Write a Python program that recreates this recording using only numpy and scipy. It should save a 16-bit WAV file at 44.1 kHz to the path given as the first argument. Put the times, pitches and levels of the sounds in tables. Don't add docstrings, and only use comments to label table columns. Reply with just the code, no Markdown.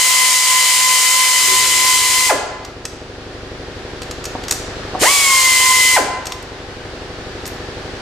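import sys
import numpy as np
from scipy import signal
from scipy.fft import rfft, irfft, next_fast_len
from scipy.io import wavfile
from scipy.ndimage import uniform_filter1d, map_coordinates

SR = 44100
rng = np.random.default_rng(int(sys.argv[2]) if len(sys.argv) > 2 else 0)


def log_audio(samples):
    frames = np.atleast_2d(samples).T
    limited = np.clip(frames, -1, 1)
    pcm = np.round(limited * 32767).astype(np.int16)
    wavfile.write(sys.argv[1], SR, pcm)


N = 353285
T = np.arange(N) / SR


def amp(db):
    return np.exp(np.asarray(db) * (np.log(10) / 20))


def unit(x):
    return x / np.sqrt(np.mean(x ** 2) + 1e-20)


def pan(db):
    return amp(np.array([[db], [-db]]) / 2)


def along(points, hz):
    freqs, values = np.transpose(points)
    return np.interp(np.log(hz + 1), np.log(freqs + 1), values)


def curves(rows):
    times, *columns = np.transpose(rows)
    return [np.interp(T, times, column) for column in columns]


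def wobble(rate):
    coarse = T[::32]
    knots = rng.standard_normal(int(N * rate / SR) + 4)
    return np.interp(T, coarse, map_coordinates(knots, [coarse * rate]))


def filtered(x, response):
    size = x.shape[-1]
    padded = next_fast_len(size + 4096)
    return irfft(rfft(x, padded) * response(np.fft.rfftfreq(padded, 1 / SR)), padded)[..., :size]


def rush(spectrum, likeness):
    def response(hz):
        width = np.arccos(np.clip(along(likeness, hz), -1, 1)) / 2
        return amp(along(spectrum, hz)) * [np.cos(width), np.sin(width)]
    mid, side = filtered(rng.standard_normal((2, N)), response)
    return unit(np.array([mid + side, mid - side]))


def ring(modes, t, scatter_db=0):
    return sum(amp(db + scatter_db * rng.standard_normal() - 60 * t / t60) * np.sin(2 * np.pi * hz * t)
               for hz, db, t60 in modes)


def add(track, start_s, sound):
    part = track[round(start_s * SR):][:len(sound)]
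    part += sound[:len(part)]


# frequency in Hz, seconds to fall 60 dB.
GARAGE_DECAY = [(150, 0.58), (700, 0.83), (1000, 1), (2000, 1), (5000, 0.77), (9000, 0.44), (15000, 0.2)]

def garage(x, wet_db):
    hz, t, noise = signal.stft(rng.standard_normal((2, SR)), SR, nperseg=256)
    decay = amp(-60 * t / along(GARAGE_DECAY, hz)[:, None])
    fading = noise * decay / np.linalg.norm(decay, axis=1, keepdims=True)
    mid, side = signal.istft(fading, SR, nperseg=256)[1] / np.sqrt(128)
    side = filtered(side, lambda f: along([(200, .2), (1000, .5), (4000, .68)], f))
    tail = np.array([mid + side, mid - side]) / np.sqrt(2)
    return x + amp(wet_db) * signal.fftconvolve(np.atleast_2d(x), tail, axes=1)[:, :N]


# frequency in Hz, relative level in dB.
BED_COLOUR = [(350, -8), (600, -7), (785, -5.5), (923, -9), (1830, -7.5), (2070, -11.5), (2790, -12.5),
              (4650, -14.5), (7860, -27.5), (12400, -41), (15000, -78)]
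# time in seconds, level in dB.
BED_FADER = [(0, -51), (1.3, -29), (2.8, -33), (4, -31), (5, -29), (6.6, -30), (8, -30)]

def compressor_bed():
    air = amp(curves(BED_FADER)[0]) * rush(BED_COLOUR, [(600, .82), (2000, .22), (6000, .033)])
    rumble = rush([(20, -14), (60, -5), (200, -7), (350, 0), (500, -5), (700, -3), (1500, -28),
                   (4000, -120)], [(50, .5), (150, .8), (700, .8)])
    return air + amp(-42) * rumble


# time in seconds, pitch in Hz, level in dB.
MOTOR_RUN_UP = [(0, 69.6, -31), (.5, 76.8, -34), (1, 84.5, -37.5), (1.4, 93, -45), (1.9, 97, -60),
                (2.2, 96, -100)]

def motor_hum():
    hz, db = curves(MOTOR_RUN_UP)
    phase = 2 * np.pi * np.cumsum(hz) / SR
    return amp(db + 1.8 * wobble(8.1)) * (np.sin(phase) + amp(.5) * np.sin(2 * phase))


def relief_valve(peak_s=1.527, rise_s=.076, fade_db_per_s=40):
    rise = np.exp(-(np.minimum(T - peak_s, 0) / rise_s) ** 2)
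    fade = amp(-21.5 - fade_db_per_s * np.maximum(T - peak_s, 0))
    colour = [(50, -21), (110, -11), (200, -17), (280, -20), (370, .5), (470, -21), (900, -40),
              (3000, -120)]
    return rise * fade * rush(colour, [(400, .93)])


def pump_stroke(t, thump_db, flutter_db, reed_hz=470, thump_s=.0026, flutter_s=.0034, lead_s=.00325):
    u = t / thump_s
    thump = -u * np.exp(-u ** 2 / 2)
    flutter = np.exp(-((t + lead_s) / flutter_s) ** 2) * np.cos(2 * np.pi * reed_hz * (t + lead_s))
    return amp(thump_db - 18) * thump + amp(flutter_db - 28) * flutter


# delay in seconds, thump and flutter in dB against the direct stroke.
WALL_ECHOES = [(.0095, -4.5, -19), (0.0185, -9.5, 0), (0.0407, -7, -6.5), (.052, -40, -2.5)]
# pitch in Hz, relative level in dB, seconds to fall 60 dB.
TANK_MODES = [(49.7, -61, 0.17), (98.8, -36.5, 0.35), (114.4, -30.5, 0.21), (143.9, -46.5, 0.64),
              (170.5, -36.5, 0.17), (213.5, -45, 0.67), (261.3, -35, 0.25), (286.2, -43, 0.88),
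              (332.5, -33.5, 0.19), (354.5, -36.5, 1), (382.7, -38.5, 0.61), (415, -40, 0.43),
              (492.2, -36, 0.26), (566, -51, 0.21), (607, -38.5, 0.31), (758, -43.5, 0.34)]
# time in seconds, gain in dB.
PUMP_LOAD = [(1.25, -48), (1.42, -6), (1.6, 0.5), (1.9, -1), (5, -0.5), (8, -0.5)]

def pump(strokes_per_s=11.9928, downbeat_s=2.6011):
    t = np.arange(-SR // 20, SR // 2) / SR
    echoes = sum(pump_stroke(t - delay, thump, flutter) for delay, thump, flutter in WALL_ECHOES)
    stroke = pump_stroke(t, 0, 0) + echoes + amp(3.5) * ring(TANK_MODES, np.maximum(t, 0))
    strokes, period = np.zeros(N), 1 / strokes_per_s
    for start in np.arange(1 + downbeat_s % period, T[-1], period):
        add(strokes, start + t[0], stroke)
    low_cut = lambda hz: amp(along([(10, -30), (24, -11), (36, -.5), (48, .5)], hz))
    return amp(curves(PUMP_LOAD)[0]) * filtered(strokes, low_cut)


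def compressor():
    machine = motor_hum() + pump()
    air = relief_valve() + compressor_bed()
    return garage(machine, wet_db=-16) + air


# start in seconds, relative level in dB, tone centre in Hz, rebound in dB
SOCKET_HITS = [(2.648, -20, 4930, -14), (2.852, -10.5, 5460, -20), (4.018, -20, 4450, -6),
               (4.1101, -18.5, 5110, -20), (4.2405, -21, 6060, 5.5), (4.4362, -24, 4330, -8),
               (4.481, -16.5, 5270, -4), (4.5092, -4.5, 7500, -4.5), (6.255, -16.5, 5650, 4.5),
               (6.3199, -11.5, 4030, -20), (6.425, -28.5, 8390, -15), (7.4543, -21, 4830, -6),
               (7.463, -23, 12700, 0)]
# pitch in Hz, relative level in dB, seconds to fall 60 dB.
STEEL_MODES = [(2614, 14, 0.067), (4000, -14, .04), (4480, -6, 0.044), (5530, 8, 0.1), (6700, 8, 0.11),
               (7200, -10, 0.13), (8200, -25, .1), (12400, -14, 0.14), (12750, -14, 0.12)]

def socket_clicks(rebound_s=.0125):
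    t = np.arange(SR // 4) / SR
    clicks = np.zeros(N)
    body_eq = [(300, -27.5), (1200, 12), (2700, 3), (8000, 1.5), (10500, -9), (12700, -2.5), (14500, -26)]
    attack = 1 - np.exp(-t / .0013)
    chatter = amp(-60 * np.maximum(t - .002, 0) / .025)
    for start, db, centre_hz, rebound_db in SOCKET_HITS:
        def colour(hz):
            return amp(along(body_eq, hz)) / np.sqrt(1 + (1.9 * np.log2((hz + 1) / centre_hz)) ** 2)
        for at, hit_db in [(start, db), (start + rebound_s, db + rebound_db)]:
            crack = unit(filtered(rng.standard_normal(len(t)), colour)) * chatter
            chime = amp(-31) * ring(STEEL_MODES, t, scatter_db=4)
            add(clicks, at, amp(hit_db) * (crack + chime) * attack)
    return clicks


# start in seconds, relative level in dB.
SEATING_HITS = [(4.352, -9.5), (4.942, -18), (4.950, -6.5)]
# pitch in Hz, relative level in dB, seconds to fall 60 dB.
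WELL_MODES = [(305, -1, 0.05), (444, -23, 0.02), (590, -1, 0.03), (755, 4.5, 0.046), (903, 3, 0.032),
              (1090, -4, 0.033)]

def socket_knocks():
    t = np.arange(SR // 4) / SR
    knocks = np.zeros(N)
    attack = 1 - np.exp(-t / .00091)
    for start, db in SEATING_HITS:
        add(knocks, start, amp(db - 5.5) * ring(WELL_MODES, t, scatter_db=1.5) * attack)
    return knocks


# harmonic number, relative level in dB, seconds to fall 60 dB.
ROOM_PARTIALS = [(1, -13, 1.0), (2, -21, 1), (3, -37, .6)]

def after_ring(since, cruise_hz, beat_s, onset_s=.023, beat_depth=.65):
    phase = 2 * np.pi * np.cumsum(cruise_hz * (1 + .0016 * wobble(30))) / SR
    swell = (1 - np.exp(-since / onset_s)) * (1 + beat_depth * np.cos(2 * np.pi * since / beat_s))
    return swell * sum(amp(db - 60 * since / t60) * np.sin(round(k) * phase)
                       for k, db, t60 in ROOM_PARTIALS)


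# frequency in Hz, relative level in dB.
EXHAUST_COLOUR = [(100, -34), (300, -23), (700, -11.5), (1500, -9), (2100, -1.5), (2600, -2), (3100, 1),
                  (3500, -2.5), (4800, 1), (5800, -1.5), (6900, 3), (9000, -.5), (11000, -7),
                  (15000, -12.5)]
# frequency in Hz, left-right correlation.
EXHAUST_IMAGE = [(150, .9), (550, .85), (1650, .62), (5000, .5), (15000, .5)]

def hiss(vane, air):
    flutter = 1 + .3 * np.sin(vane)
    return air * amp(-5 + .6 * wobble(14)) * flutter * rush(EXHAUST_COLOUR, EXHAUST_IMAGE)


def puffs(vane, strength):
    port = [(40, -38), (150, -24), (500, -1), (1200, 1), (2050, 16), (2900, 4), (6000, -23), (15000, -58)]
    return strength * amp(1.5) * (1 + .8 * np.sin(vane)) * rush(port, EXHAUST_IMAGE)


def chug(vane, strength):
    uneven = vane + .3 * wobble(350)
    pulses = np.sin(uneven) + amp(-6) * np.sin(2 * uneven) + amp(-11.5) * np.sin(3 * uneven)
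    return strength * amp(2 + 1.73 * wobble(250)) * pulses * np.ones((2, 1))


# share of full speed, relative level in dB.
CHUG_POWERED = [(.05, -44), (.2, -20.5), (.45, -11), (.8, -15), (.93, -15), (1, -50)]
CHUG_COASTING = [(.05, -60), (.14, -38), (.27, -21.5), (.5, -10.5), (.8, -4), (.93, -13), (1, -52)]

def chug_strength(speed, trigger_held):
    powered_db = np.interp(speed, *np.transpose(CHUG_POWERED))
    coasting_db = np.interp(speed, *np.transpose(CHUG_COASTING))
    return amp(np.where(trigger_held, powered_db, coasting_db)) * np.minimum(20 * speed, 1)


# multiple of the ratchet's stroke rate, relative level in dB.
GEAR_TONES = [(7, -52), (8, -50.5), (9, -57), (15, -42), (17, -56), (18, -44), (29, -43.5), (31, -36.5),
              (36, -35.5), (46, -39), (48, -30), (60, -42.5), (64, -34), (76, -36)]

def whine(vane, root_db, octave_db, root_pan, octave_pan, lead_rad=.37, vanes_per_stroke=16):
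    ears = vane + np.array([[lead_rad], [-lead_rad]])
    waver_db = 2.2 * np.array([wobble(9), wobble(9)])
    root = amp(root_db + waver_db + 1.2 * wobble(55)) * np.sin(ears) * pan(root_pan)
    octave = amp(octave_db + .71 * wobble(55)) * np.sin(vane + ears) * pan(octave_pan)
    stroke = (vane / vanes_per_stroke).astype(np.float32)
    gears = sum(amp(db) * (1 + .37 * wobble(25)) * np.sin(round(k) * stroke) for k, db in GEAR_TONES)
    return amp(12.5) * (root + octave + gears)


# press and release in seconds, cruising vane rate and overshoot in Hz, air gain
# in dB, its sag in dB per second, a moment in seconds when the plug turns most freely, the whine's root
# and octave in relative dB, their leftward pans in dB, after-ring beat in seconds, after-ring gain in dB.
TRIGGER_PULLS = [(-.2, 2.284, 1020, 6.05, 11.5, 5.5, 0.209, -24.5, -22.5, 0, 5.5, 0.3, -0.5),
                 (4.986, 5.953, 1022, 135, 1.45, 4.2, 5.36, -22, -14.5, -3, 1, 0.201, 4)]

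def ratchet(spin_up_s=.061, settle_s=.29, coast_s=.035, open_s=.054, shut_db_per_s=298,
            plug_turn_s=.333, port_hz=2025, port_width_hz=130):
    stems = np.zeros((4, 2, N))
    for (pressed, released, cruise_hz, overshoot_hz, air_db, sag, free_at,
         root_db, octave_db, root_pan, octave_pan, beat_s, after_db) in TRIGGER_PULLS:
        age, since = np.maximum(T - pressed, 0), np.maximum(T - released, 0)
        speed = (1 - np.exp(-(age / spin_up_s) ** 2)) / (1 + (since / coast_s) ** 2)
        sway = np.cos(2 * np.pi * (T - free_at) / plug_turn_s)
        vane_hz = speed * (cruise_hz + overshoot_hz / (1 + (age / settle_s) ** 4) + 3.1 * sway)
        vane = 2 * np.pi * np.cumsum(vane_hz * (1 + .0013 * wobble(40))) / SR
        opening = 1 - np.exp(-(age / open_s) ** 2)
        air = opening * amp(air_db - sag * age - np.minimum(shut_db_per_s * since, 200))
        port_db = -10 * np.log10(1 + np.minimum(((2 * vane_hz - port_hz) / port_width_hz) ** 2, 6))
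        tone = whine(vane, root_db + 4 * sway, octave_db + port_db, root_pan, octave_pan)
        pulsing = chug_strength(speed, T < released)
        diffuse = puffs(vane, air * pulsing) + amp(after_db) * after_ring(since, cruise_hz, beat_s)
        stems += np.array([air * speed ** 2 * tone, chug(vane, pulsing), hiss(vane, air), diffuse])
    tones, chugs, hisses, diffuse = stems
    motor = garage(tones, wet_db=-11) + garage(chugs, wet_db=4)
    return motor + garage(hisses, wet_db=-3) * pan(.9) + diffuse


def scene():
    tool, clicks, knocks = ratchet(), socket_clicks(), socket_knocks()
    socket = garage(knocks, wet_db=-3) + garage(clicks, wet_db=-5)
    return tool + socket + compressor() * pan(.55)


def record(dry, threshold_db=-12.6, release_s=1.3, top_hz=15200):
    treble = signal.sosfilt(signal.butter(4, 2600, "high", fs=SR, output="sos"), dry)
    power = uniform_filter1d(np.mean(treble ** 2, axis=0), size=1800)
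    excess_db = np.maximum(10 * np.log10(np.abs(power) + 1e-12) - threshold_db, 0)
    recovery = np.exp(-T / release_s)
    duck_db = recovery * np.maximum.accumulate(excess_db / recovery)
    low_pass = lambda hz: np.clip((top_hz - hz) / 400 + .5, 0, 1)
    return filtered(np.clip(dry * amp(-duck_db), -1, 1), low_pass)


dry = scene()
out = record(dry)
log_audio(out)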